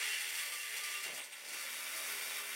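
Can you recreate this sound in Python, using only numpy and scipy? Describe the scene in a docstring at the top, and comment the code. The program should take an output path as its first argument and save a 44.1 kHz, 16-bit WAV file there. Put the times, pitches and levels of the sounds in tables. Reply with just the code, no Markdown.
"""A harsh, fast rasp over ringing metal: a reciprocating saw cuts a welded aluminium frame in a workshop.
Teeth scrape on every stroke, about 41 a second, and the blade knocks at each reversal.
The frame clatters and squeals where the blade binds, over the hum of the drive.
After a second the saw is drawn back: it shudders, slows and skims the cut, then is pushed in again."""
import sys
import numpy as np
from scipy import signal
from scipy.fft import rfft, irfft, next_fast_len
from scipy.io import wavfile
from scipy.ndimage import uniform_filter1d

SR = 44100
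rng = np.random.default_rng(int(sys.argv[2]) if len(sys.argv) > 2 else 0)


def digitize_waveform(pressure):
    """Quantize a signal to 16-bit integers and store it at the path in sys.argv[1].

    Rows of a 2-D input are taken as channels; values are limited to [-1, 1].
    """
    field = np.atleast_2d(pressure).T
    bounded = np.clip(field, -1, 1)
    quanta = np.round(bounded * 32767).astype(np.int16)
    wavfile.write(sys.argv[1], SR, quanta)


N = 112454
TIME_S = np.arange(N) / SR


def undb(db):
    """Decibels to gain."""
    return 10 ** (np.asarray(db) / 20)


def unit(x):
    """Scale to rms 1."""
    return x / np.sqrt(np.mean(x ** 2))


def curve(table, column=1):
    """Automation: one column of a table, joined by straight lines in time."""
    rows = np.array(table)
    return np.interp(TIME_S, rows[:, 0], rows[:, column])


def walk(rate_hz):
    """Smooth random wander of rms 1."""
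    hold = max(int(SR / rate_hz), 1)
    steps = np.repeat(rng.standard_normal(N // hold + 1), hold)
    return unit(uniform_filter1d(steps, hold)[:N])


def swell(start_s, length_s):
    """A rounded rise and fall."""
    return np.sin(np.pi * np.clip((TIME_S - start_s) / length_s, 0, 1))


def tone(hz):
    """A sine of rms 1 that follows a pitch curve."""
    return np.sqrt(2) * np.sin(2 * np.pi * (np.cumsum(hz) / SR + rng.random()))


def lowpass(x, hz):
    """Gentle low-pass without delay."""
    return signal.sosfiltfilt(signal.butter(2, hz, fs=SR, output="sos"), x)


def colour(x, eq):
    """Shape with an EQ curve of (freq_hz, gain_db) points; rms 1."""
    hz, db = np.array(eq).T
    size = next_fast_len(N + SR // 20, real=True)
    freqs = np.fft.rfftfreq(size, 1 / SR)
    gain = undb(np.interp(np.log(freqs + 1), np.log(hz), db))
    return unit(irfft(rfft(x, size) * gain, size)[:N])


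def resonate(x, eq, modes):
    """Ring through a broad EQ curve plus narrow resonant peaks; rms 1."""
    size = 16384
    freqs = np.fft.rfftfreq(size, 1 / SR)
    hz, db = np.array(eq).T
    broad_db = np.interp(np.log(freqs + 1), np.log(hz), db)
    peaks_db = sum(height / (1 + (2 * (freqs - centre) / width) ** 2) for centre, width, height in modes)
    # minimum phase: the ring follows the hit
    cepstrum = irfft(np.log(undb(broad_db + peaks_db)))[:size // 2]
    response = irfft(np.exp(rfft(2 * cepstrum, size)))[:size // 2]
    return unit(signal.fftconvolve(x, response)[:N])


def tail(x, t60_s, wet_db, top_hz):
    """Add a dense, duller decaying tail at about unchanged power."""
    t = np.arange(SR // 2) / SR
    response = rng.standard_normal(len(t)) * np.exp(-np.log(1000) * t / t60_s)
    wet = signal.fftconvolve(x, lowpass(response / np.linalg.norm(response), top_hz))[:N]
    return (x + undb(wet_db) * wet) / np.hypot(1, undb(wet_db))


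def blade_shift(early, late, centre_s=1.32, fade_s=0.98):
    """Crossfade from early to late as the blade shifts in the cut."""
    return early + (late - early) * np.clip((TIME_S - centre_s) / fade_s + .5, 0, 1)


def metal(push, eq, modes):
    """A metal part rings; its colour and modes change weight as the blade shifts."""
    eq, modes = np.array(eq), np.array(modes)
    early = resonate(push, eq[:, [0, 1]], modes[:, [0, 1, 2]])
    late = resonate(push, eq[:, [0, 2]], modes[:, [0, 1, 3]])
    return blade_shift(early, late)


def drive(stroke_hz):
    """The crank's reversals make a wavering hum, with brief whines and a drone above it."""
    # hum partials: multiple_of_reversal_rate, early_db, late_db
    harmonics = [(1,-99,-94.5), (2,-91,-93.5), (3,-84.5,-77), (4,-86.5,-81.5), (6,-76,-86), (7,-83,-71.5),
                 (8,-75,-71)]
    # harmonics that swell under load: start_s, length_s, multiple_of_stroke_rate, level_db
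    load_whines = [(0,.14,20,-63.5), (.18,0.1,20,-64), (0.277,0.16,22,-66), (1.624,0.081,14,-61.5),
                   (1.733,0.082,16,-65), (1.88,0.18,16,-60.5), (1.97,0.107,14,-60)]
    # fader of the drone: time_s, level_db
    drone_fader = [(0,-66.5), (.11,-65), (.2,-78), (.28,-72), (.55,-87.5), (.73,-66), (.84,-81),
                   (.97,-66.5), (1.3,-94), (1.55,-75.5), (1.98,-82), (2.14,-62), (2.3,-71), (2.39,-64.5),
                   (2.55,-67)]
    skim_db = -13 * np.exp(-((TIME_S - 1.19) / 0.19) ** 2)  # the hum sinks while the blade only skims
    hum = 0
    for multiple, early_db, late_db in harmonics:
        gain = undb(blade_shift(early_db, late_db) + skim_db + 3 * walk(16))
        hum += gain * tone(2 * multiple * stroke_hz * (1 + 0.01195 * walk(60.1)))
    whines = sum(undb(db) * swell(start, length) * tone(multiple * stroke_hz)
                 for start, length, multiple, db in load_whines)
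    return hum + whines + undb(curve(drone_fader)) * tone(10 * stroke_hz)


def shudders(strokes):
    """The loose saw bumps against the work: dull knocks and grit that swell and die away."""
    # drawing back, then pushing in: start_s, rise_s, length_s, level_db
    bumps = [(1.045, 0.016, 0.2, -53.5), (1.443, 0.1, 0.21, -60.5)]
    # dull body of the bumps: freq_hz, gain_db
    bump_eq = [(25,-35), (95,-20), (145,-7), (190,-5), (280,-0.5), (560,5.5), (1100,-8.5), (2000,-25)]
    envelope = sum(undb(db) * np.interp(TIME_S, [start, start + rise, start + length], [0, 1, 0])
                   for start, rise, length, db in bumps)
    return envelope * colour(knocks(strokes) + teeth(strokes), bump_eq)


def squeals(flutter_db=1.0):
    """Blade and frame bind: short, unsteady stick-slip tones."""
    # each squeal: start_s, length_s, pitch_hz, level_db, waver_hz
    binds = [(0.07,0.1,2743,-44,23), (0.095,0.1,2960,-49,21), (0.57,0.08,2760,-48,23),
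             (0.927,0.079,2754,-47,18), (1.022,.095,2783,-48,26), (.37,.13,1169,-55.5,25),
             (0.497,0.12,1190,-54,23.4), (0.622,.075,1182,-58,19), (0.752,0.22,1191,-53,28),
             (0.907,0.13,1194,-51.5,25), (1.553,.09,1190,-57,25), (1.76,0.21,1200,-60,23),
             (1.94,0.12,1187,-55,24), (2.35,.115,1185,-55,23), (1.14,0.15,8700,-53,350),
             (1.311,0.047,8520,-54,210), (1.68,.05,12900,-55,100), (1.872,.07,12730,-55,110),
             (1.93,0.12,9770,-52,87), (2.07,0.11,12710,-53,100)]
    return sum(undb(db + flutter_db * walk(160)) * swell(start, length) * tone(hz + waver * walk(700))
               for start, length, hz, db, waver in binds)


def teeth(strokes, scatter_db=2):
    """Chips torn off by the teeth: clicks that crowd together as the blade moves faster."""
    rubbing = .35 + np.abs(np.sin(2 * np.pi * strokes))  # some rubbing goes on at the reversals
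    chips_per_s = 9000 * rubbing
    clicks = (rng.random(N) < chips_per_s / SR) * rng.choice([-1, 1], N)
    return unit(clicks * undb(scatter_db * rng.standard_normal(N)))


def knocks(strokes, decay_s=0.0018, scatter_db=1, rebound_db=-3.5):
    """The blade slaps the cut at each reversal and rebounds half way to the next."""
    quarters = 4 * strokes
    slap = quarters.astype(int)
    age_s = (quarters - slap) / (np.gradient(quarters) * SR)
    strength = undb(scatter_db * rng.standard_normal(N)[slap] + rebound_db * (slap % 2))
    return unit(strength * np.exp(-age_s / decay_s) * rng.standard_normal(N))


def snags(per_s=98, decay_s=0.018):
    """Small random catches of the teeth: the grip jumps and relaxes; spread 1."""
    catches = 1. * (rng.random(N) < per_s / SR)
    grip = signal.lfilter([1], [1, -np.exp(-1 / (decay_s * SR))], catches)
    return unit(grip - grip.mean())


def bites():
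    """The teeth catch hard: jumps of rasp and clatter in dB, dying as the chip clears."""
    # sudden scrapes: start_s, decay_s, rasp_jump_db, clatter_jump_db
    scrapes = [(0.203,0.023,4.5,1), (.4554,0.018,4.5,-1), (.521,0.038,3.5,4.5), (0.769,0.015,5,-1.5),
               (0.8352,0.032,7,0), (1.031,.025,4.5,6.5), (1.1413,0.02,6.5,-4), (1.2376,0.024,10,0),
               (1.3209,0.028,4,3.5), (1.4471,.02,4.5,3.5), (1.486,0.025,3.5,0.5), (1.533,0.035,1,2.5),
               (1.872,.02,2.5,2), (2.079,0.012,1,3), (2.1196,0.019,2.5,1.5), (2.2144,.02,1.5,0)]
    return sum(np.outer([rasp, clatter], (TIME_S >= start) * np.exp(-np.abs(TIME_S - start) / decay))
               for start, decay, rasp, clatter in scrapes)


def cutting(strokes):
    """Teeth and knocks excite the blade (bright rasp) and the frame (clatter, rumble)."""
    # resonances of blade and frame: pitch_hz, width_hz, early_height_db, late_height_db
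    blade_modes = [(4600,150,3.5,3), (4970,32,6,4), (5420,110,4,8.5), (5784,36,3,1.5), (5760,150,5,4.5),
                   (6550,38,-10,6), (7370,106,9,2), (8060,70,3,5), (8640,70,4,7), (8500,69,4.5,-1),
                   (8850,89,2.5,3), (9310,73,0,7.5), (9900,79,-6,7.5), (10930,220,5,-5), (11500,88,6,4.5),
                   (11550,180,1,10), (12100,71,2,-2), (12700,93,-6,12.5), (14900,90,3,2)]
    frame_modes = [(1197,40,8,4.5), (1367,21,1,7.5), (1530,14,-3.5,9.5), (1650,61,3.5,1), (1815,37,1,2),
                   (2003,51,2,0), (2105,29,4.5,0), (2346,86,5.5,6), (2730,91,4.5,2), (2860,60,0,-1),
                   (3060,46,5.5,0), (3130,53,6,6.5), (3340,62,5,0), (3517,39,4,6), (3691,44,6.5,2),
                   (3800,170,6,12.5)]
    # broad tone of blade and frame: freq_hz, early_gain_db, late_gain_db
    rasp_eq = [(1420,-40,-35), (3470,-6.5,-4), (4400,0.5,-1), (5600,-3,-5.5), (7430,-6.5,-7.5),
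               (9050,0.5,-3), (10100,-6,-5.5), (10800,-7.5,-9), (12300,-5.5,-9), (13000,-11,-11),
               (15800,-13.5,-8.5)]
    clatter_eq = [(384,-45,-44), (1013,-18,-11.5), (1500,-9,-7.5), (1865,-1,-4), (2360,-2,-0.5),
                  (2530,-3,-4), (2700,-2.5,-3.5), (3370,-5,-4.5), (4050,-13,-14), (7450,-24.5,-23.5)]
    # low body of the frame: freq_hz, gain_db
    rumble_eq = [(25,-46), (55,-55), (100,-23), (150,-15), (200,-18.5), (280,-5.5), (560,3), (720,-1),
                 (900,5), (1500,-9), (2500,-17)]
    # faders of the cut, ahead of bites and trims: time_s, rasp_db, clatter_db
    cut_faders = [(0,-41,-39), (.06,-41,-38.5), (.13,-42.5,-41), (.19,-45,-41.5), (.33,-45,-43.5),
                  (.40,-42,-40), (.445,-47,-43.5), (.51,-48,-45.5), (.56,-47,-47), (.69,-48,-45.5),
                  (.79,-45,-41.5), (.825,-49,-46), (.86,-47,-42), (.90,-46.5,-44.5), (.96,-46,-43),
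                  (1.02,-48,-48.5), (1.06,-46,-45.5), (1.125,-50,-46.5), (1.19,-48,-44), (1.23,-54.5,-49.5),
                  (1.305,-57.5,-56.5), (1.33,-55.5,-51), (1.43,-53.5,-52.5), (1.48,-49.5,-50.5),
                  (1.55,-45.5,-45), (1.6,-44.5,-45.5), (1.66,-45.5,-45.5), (1.85,-46.5,-45.5),
                  (1.88,-48.5,-44), (1.91,-46,-45.5), (1.99,-43.5,-44), (2.03,-45.5,-43.5),
                  (2.08,-43.5,-43.5), (2.2,-45.5,-44.5), (2.39,-44.5,-43.5), (2.45,-48,-45.5),
                  (2.55,-46.5,-44.5)]
    # fader of the rumble, ahead of its trim: time_s, level_db
    rumble_fader = [(0,-60.5), (.2,-68), (.54,-62.5), (.66,-76), (.76,-62.5), (1.0,-67.5), (1.2,-59.5),
                    (1.3,-69.5), (1.55,-63), (1.85,-65.5), (2.0,-60.5), (2.3,-60.5), (2.55,-67)]
    # high shelf on the rasp: time_s, gain_db
    sizzle_shelf = [(0,-9), (.2,-1.5), (.45,3), (.85,-0.5), (1.04,-0.5), (1.12,-8), (1.17,-1), (1.3,-3.5),
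                    (1.6,-4), (1.8,-0.5), (2.1,-1), (2.5,1.5)]
    rasp_trim_db, clatter_trim_db, rumble_trim_db = 1, 0.97, 3.5
    plate_ring = dict(t60_s=0.058, wet_db=-6.5, top_hz=14000)

    chips, slaps, grip = teeth(strokes), knocks(strokes), snags()
    rasp_jump_db, clatter_jump_db = bites()
    on_blade = tail((chips + undb(-5.5) * slaps) * undb(0.5 * grip), **plate_ring)
    on_frame = tail((chips + undb(-7.5) * slaps) * undb(-0.04 * grip), **plate_ring)
    rasp = metal(on_blade, rasp_eq, blade_modes)
    sizzle = rasp - lowpass(rasp, hz=9800)
    rasp += (undb(curve(sizzle_shelf)) - 1) * sizzle
    rasp *= undb(curve(cut_faders, column=1) + rasp_jump_db + rasp_trim_db)
    clatter = metal(on_frame, clatter_eq, frame_modes)
    clatter *= undb(curve(cut_faders, column=2) + clatter_jump_db + clatter_trim_db)
    rumble = colour(teeth(strokes), rumble_eq) * undb(curve(rumble_fader) + rumble_trim_db)
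    return rasp + clatter + rumble


def scene():
    """The cut echoes in the workshop over the dry hum of the drive."""
    # pace of the saw, sagging as it is drawn back: time_s, strokes_per_s
    pace = [(0, 41.8), (.15, 41.8), (.45, 40.8), (.68, 41.9), (.8, 40.6), (1.0, 40.0), (1.12, 36.0),
            (1.5, 36.5), (1.65, 38.3), (1.8, 40.0), (2.0, 41.0), (2.15, 40.6), (2.55, 40.9)]
    stroke_hz = curve(pace) * (1 + .005 * walk(30))
    strokes = np.cumsum(stroke_hz) / SR
    saw = cutting(strokes) + shudders(strokes) + squeals()
    in_workshop = tail(saw, t60_s=0.59, wet_db=-9.5, top_hz=6050)
    return (in_workshop + drive(stroke_hz))[None]


def record(dry, top_hz=15800):
    """A steep low-pass takes off the highest treble."""
    return signal.sosfilt(signal.ellip(12, .2, 70, top_hz, fs=SR, output="sos"), dry)


dry = scene()
out = record(dry)
digitize_waveform(out)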